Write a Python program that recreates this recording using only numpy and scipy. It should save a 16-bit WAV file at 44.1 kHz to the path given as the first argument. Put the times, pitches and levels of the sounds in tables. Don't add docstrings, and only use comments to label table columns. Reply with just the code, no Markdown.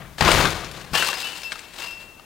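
import sys
import numpy as np
from scipy import signal
from scipy.fft import rfft, irfft
from scipy.io import wavfile
from scipy.ndimage import uniform_filter1d

SR = 44100
rng = np.random.default_rng(int(sys.argv[2]) if len(sys.argv) > 2 else 0)


def output_pcm(signal):
    pcm = np.clip(np.atleast_2d(signal).T, -1, 1) * 32767
    wavfile.write(sys.argv[1], SR, np.round(pcm).astype(np.int16))


N = 99225
T = np.arange(N) / SR
TOP_HZ = 15800


def undb(db):
    return 10 ** (np.asarray(db) / 20)


def unit(x):
    return x / np.sqrt(np.mean(x ** 2))


def fade(t, t60):
    return (t >= 0) * np.exp(-np.log(1000) * np.maximum(t, 0) / max(t60, .002))


def swell(start, db, hold, t60, rise):
    attack = np.clip((T - start) / rise, 0, 1) ** 2
    return undb(db) * attack * fade(np.maximum(T - start - rise - hold, 0), t60)


def walk(rate):
    k = int(SR / rate)
    steps = np.repeat(rng.standard_normal(N // k + 1), k)
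    smooth = uniform_filter1d(uniform_filter1d(steps, k), k)
    return unit(smooth[:N])


def through(x, response):
    return signal.fftconvolve(x, response / np.linalg.norm(response))[:N]


def colour(x, points):
    hz, db = np.array(points).T
    f = np.maximum(np.fft.rfftfreq(4096, 1 / SR), 1)
    cepstrum = irfft(np.log(undb(np.interp(np.log(f), np.log(hz), db))))
    cepstrum[1:2048] *= 2
    cepstrum[2049:] = 0
    return through(x, irfft(np.exp(rfft(cepstrum))))


def cut(x, hz, kind, order=2):
    return signal.sosfilt(signal.butter(order, hz, kind, fs=SR, output="sos"), x)


# frequency in Hz, relative strength in dB.
AIR_COLOUR = [(15, -19), (25, 1.5), (567, -7), (1110, -10), (3830, -17.5), (15500, -24)]
AIR_DB = -50.5


def air():
    noise = unit(colour(rng.standard_normal(N), AIR_COLOUR))
    return noise * undb(AIR_DB + walk(4.36))


YARD_T60_S, YARD_DB, YARD_HZ, YARD_DELAY_S = 1, -19.5, 3530, 0.031


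def yard(x):
    tail = rng.standard_normal(N) * fade(T - YARD_DELAY_S, YARD_T60_S)
    return undb(YARD_DB) * through(x, cut(tail, YARD_HZ, "low", order=1))


FRAME = [322, 420, 480, 592, 730, 833, 994, 1174, 1330, 1425, 1633, 3522]
FRAME_T60_S, FRAME_DB = .18, -24


def frame(x):
    modes = sum(np.sin(2 * np.pi * (hz * T + rng.random())) for hz in FRAME)
    return x + undb(FRAME_DB) * through(x, modes * fade(T, FRAME_T60_S))


# start in seconds, level in dB, pitch in Hz, t60 (60 dB decay) in seconds.
RINGS = [(0.942, -28.5, 2783, .22), (0.97, -29.5, 2957, .2), (1.002, -28, 2715, .42),
         (1.084, -32.5, 2738, .38), (1.146, -41, 5060, .5), (1.226, -32.5, 2700, .25),
         (1.238, -35, 2955, .35), (1.348, -42, 2750, .3), (1.428, -43.5, 5168, .13),
         (1.441, -33.5, 2682, .3), (1.787, -39.5, 2690, .35), (1.815, -37, 2785, .2), (1.83, -44, 4945, .1),
         (1.866, -36.5, 2702, .85), (1.915, -53, 5160, .15)]
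# frequency in Hz, level in dB, t60 as a share of the base t60 of the ring or tube.
TUBE = [(2690, -1.5, 0.98), (2960, -18, 0.66), (5030, -22, 0.4), (5160, -22, 0.4), (12960, -23, .4)]
RING_RISE_S, RING_HOLD_S = .008, .03
RING_WAVER_DB, RING_WAVER_HZ = 1.6, 13
OVERTONE_SCATTER_DB = 2


def rings():
    out = 0
    for start, db, pitch, t60 in RINGS:
        t = T - start
        clock = T + np.cumsum(RING_WAVER_HZ / pitch * walk(60.2)) / SR
        modes = [(pitch, 0, 1)] + [mode for mode in TUBE if mode[0] > np.sqrt(2) * pitch]
        chances = rng.standard_normal((len(modes), 2))
        ring = 0
        for (hz, mode_db, share), (scatter, phase) in zip(modes, chances):
            gain = undb(mode_db + OVERTONE_SCATTER_DB * scatter * (hz > pitch))
            tone = np.sin(2 * np.pi * (hz * clock + phase))
            ring = ring + gain * tone * fade(np.maximum(t - RING_HOLD_S, 0), t60 * share)
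        rise = np.clip(t / RING_RISE_S, 0, 1)
        out = out + np.sqrt(2) * ring * rise * undb(db + RING_WAVER_DB * walk(140))
    return out


WIRE_T60_S = 0.048
WIRE_TICK = 5.2


def wires(per_s, scatter_db, count=14):
    out = 0
    for _ in range(count):
        hits = rng.random(N) < per_s / count / SR
        clicks = hits * undb(scatter_db * np.minimum(rng.exponential(size=N), 4))
        ring = rng.standard_normal(N) * fade(T, WIRE_T60_S)
        ring[0] += WIRE_TICK
        out = out + through(clicks * rng.choice([-1, 1], N), ring)
    return out / np.sqrt(uniform_filter1d(out ** 2, SR // 25) + 1e-9)


CROSSOVER_HZ = 3570


def clatter(clicks, points, rows, rise):
    body, treble = 0, 0
    for start, db, hold, t60, treble_db in rows:
        gain = swell(start, db, hold, t60, rise)
        body = np.hypot(body, gain)
        treble = np.hypot(treble, gain * undb(treble_db))
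    sound = colour(clicks, points)
    low = unit(cut(sound, CROSSOVER_HZ, "low", order=3))
    high = unit(cut(sound, CROSSOVER_HZ, "high", order=3))
    return low * body + high * treble


# start in seconds, level in dB, hold in seconds,
# t60 in seconds, treble in dB relative to the level.
SHAKES = [(0.919, -25.5, 0.034, 1, 0), (1.039, -45, 0.0098, 0.2, 17.5), (1.17, -39.5, 0.0061, 0.14, 9.5),
          (1.217, -36.5, 0.0076, 0.67, 0.5), (1.32, -45.5, 0.043, 1, 4.5), (1.485, -46, 0.052, 1, -0.5),
          (1.709, -47, 0.069, 0.63, 1), (1.756, -38.5, 0.057, 0.49, 0), (1.977, -47.5, 0.024, 0.18, -2.5)]
# frequency in Hz, relative strength in dB.
SHAKE_COLOUR = [(100, -18), (200, -6), (650, -1), (1400, 0), (2800, -0.5), (4500, -5), (6000, -11),
                (8500, -12.5), (12000, -20), (15500, -21.5)]
SHAKE_CLICKS_PER_S, SHAKE_SCATTER_DB, SHAKE_RISE_S = 1000, 3.8, .028
TUBE_T60_S, TUBE_DB = 0.4, -21.5


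def mesh():
    jangle = clatter(wires(SHAKE_CLICKS_PER_S, SHAKE_SCATTER_DB), SHAKE_COLOUR, SHAKES, SHAKE_RISE_S)
    tube = 0
    for hz, db, share in TUBE:
        tube = tube + undb(db) * np.sin(2 * np.pi * hz * T) * fade(T, TUBE_T60_S * share)
    return jangle + undb(TUBE_DB) * through(jangle, tube)


# start in seconds, level in dB, hold in seconds,
# t60 in seconds, treble in dB relative to the level.
SCRAPES = [(-0.03, -39.5, 0.0091, 0.52, -27), (0.172, -35.5, 0.036, 0.15, -0.5),
           (0.206, -20, 0.055, 0.67, -11), (0.244, -19.5, 0.08, 0.78, -7.5),
           (0.288, -29.5, 0.12, 0.33, 1.5), (0.369, -24, 0.091, 0.084, -8), (0.472, -34.5, 0.03, 1.0, -2.5),
           (0.73, -41.5, 0.047, 1, -5.5)]
# start in seconds, level in dB, hold in seconds, t60 in seconds.
HEAVES = [(-0.03, -41.5, 0.029, 1.5), (0.198, -23, 0.068, 0.15), (0.312, -24, 0.075, 0.4),
          (0.43, -29, 0.021, 0.39), (0.51, -44.5, 0.29, 1.2), (0.901, -34.5, 0.01, 0.26)]
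# frequency in Hz, relative strength in dB.
DRAG_COLOUR = [(88, -9), (170, -7), (270, -6), (550, -4), (900, -5), (1700, -6.5), (3400, -12),
               (7500, -22.5), (11000, -29.5), (15500, -35)]
RUMBLE_COLOUR = [(20, -12), (45, 3.5), (75, 2.5), (165, 4.5), (215, -8), (550, -34.5)]
DRAG_CLICKS_PER_S, DRAG_SCATTER_DB = 1100, 3.0
SWELL_S = 0.015


def drag():
    chatter = clatter(wires(DRAG_CLICKS_PER_S, DRAG_SCATTER_DB), DRAG_COLOUR, SCRAPES, SWELL_S)
    rumble = colour(rng.standard_normal(N), RUMBLE_COLOUR)
    rumble /= np.sqrt(uniform_filter1d(rumble ** 2, SR // 20))
    heave = np.sqrt(sum(swell(*row, SWELL_S) ** 2 for row in HEAVES))
    return chatter + rumble * heave


# frequency in Hz, relative strength in dB.
BLOW_COLOUR = [(100, 0), (400, 1), (1000, -2.5), (4500, -5.5), (15000, -27)]
BLOW_RESONANCE_DB, BLOW_MODES_DB, BLOW_CHATTER_DB, BLOW_CRACK_DB = .5, -2, -2, -2.5
CRACK_T60_S = .008
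BLOW_REACH = 6.8
PANEL_HZ = 1780


def clank(hz, t60, count=12):
    t = T[:N // 8]
    ratios = 2 ** rng.uniform(-1, 1.4, count)
    phases = rng.random(count)
    modes = sum(np.sin(2 * np.pi * (hz * r * t + p)) for r, p in zip(ratios, phases)) * np.sqrt(2 / count)
    main = np.sqrt(2) * np.sin(2 * np.pi * hz * t) / np.hypot(1, (hz / PANEL_HZ) ** 3)
    body = (undb(BLOW_RESONANCE_DB) * main + undb(BLOW_MODES_DB) * modes) * fade(t, t60)
    crack = undb(BLOW_CRACK_DB) * fade(t, CRACK_T60_S)
    chatter = undb(BLOW_CHATTER_DB) * fade(t, t60)
    burst = rng.standard_normal(len(t)) * (crack + chatter)
    burst = cut(colour(burst, BLOW_COLOUR)[:len(t)], hz / 2, "high", order=1)
    return body + cut(burst, min(BLOW_REACH * hz, TOP_HZ), "low")


# start in seconds, level in dB, main resonance in Hz, t60 in seconds.
BLOWS = [(0.182, -35, 1730, 0.06), (0.208, -13, 864, 0.027), (0.2108, -15.5, 1860, 0.034),
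         (0.224, -22.5, 915, 0.035), (0.25, -20, 2580, 0.033), (0.263, -25, 2060, 0.04),
         (0.278, -17.5, 1053, 0.05), (0.289, -18.5, 548, 0.029), (0.316, -14, 3450, 0.066),
         (0.4534, -18.5, 1550, 0.061), (0.505, -27, 5500, 0.035), (0.645, -33, 2940, 0.074),
         (0.714, -40, 4460, 0.086), (0.764, -43.5, 3150, 0.12), (0.813, -37, 2970, 0.035),
         (0.933, -30, 167, 0.043), (0.941, -26.5, 1133, 0.14), (0.953, -19, 1748, 0.083),
         (1.004, -30.5, 4630, 0.019), (1.0245, -21, 1532, 0.079), (1.088, -21.5, 1180, 0.042),
         (1.13, -24, 1750, 0.035), (1.433, -30.5, 2710, 0.028), (1.5198, -25.5, 1570, 0.05),
         (1.526, -28.5, 3430, 0.029), (1.556, -35.5, 1257, 0.045), (1.592, -31.5, 3860, 0.028),
         (2.196, -43.5, 1230, 0.035)]


def blows():
    out = 0
    for start, db, hz, t60 in BLOWS:
        placed = np.pad(clank(hz, t60), (int(start * SR), N))[:N]
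        out = out + undb(db) * placed
    return out


LEFT_DB, RIGHT_DB = 3.6, -6.3
DIFFUSE_DB, AIR_SIDE_DB = -25, -4.5


def scene():
    metal = frame(drag() + mesh() + blows()) + rings()
    heard = metal + yard(metal) + air()
    scattered = through(heard, rng.standard_normal(N) * fade(T, 0.087))
    diffuse = undb(DIFFUSE_DB) * scattered + undb(AIR_SIDE_DB) * air()
    return np.array([undb(LEFT_DB) * heard, undb(RIGHT_DB) * heard + diffuse])


def record(dry):
    clipped = np.clip(dry, -1, 1)
    return signal.sosfilt(signal.ellip(10, .2, 80, TOP_HZ, fs=SR, output="sos"), clipped)


dry = scene()
out = record(dry)
output_pcm(out)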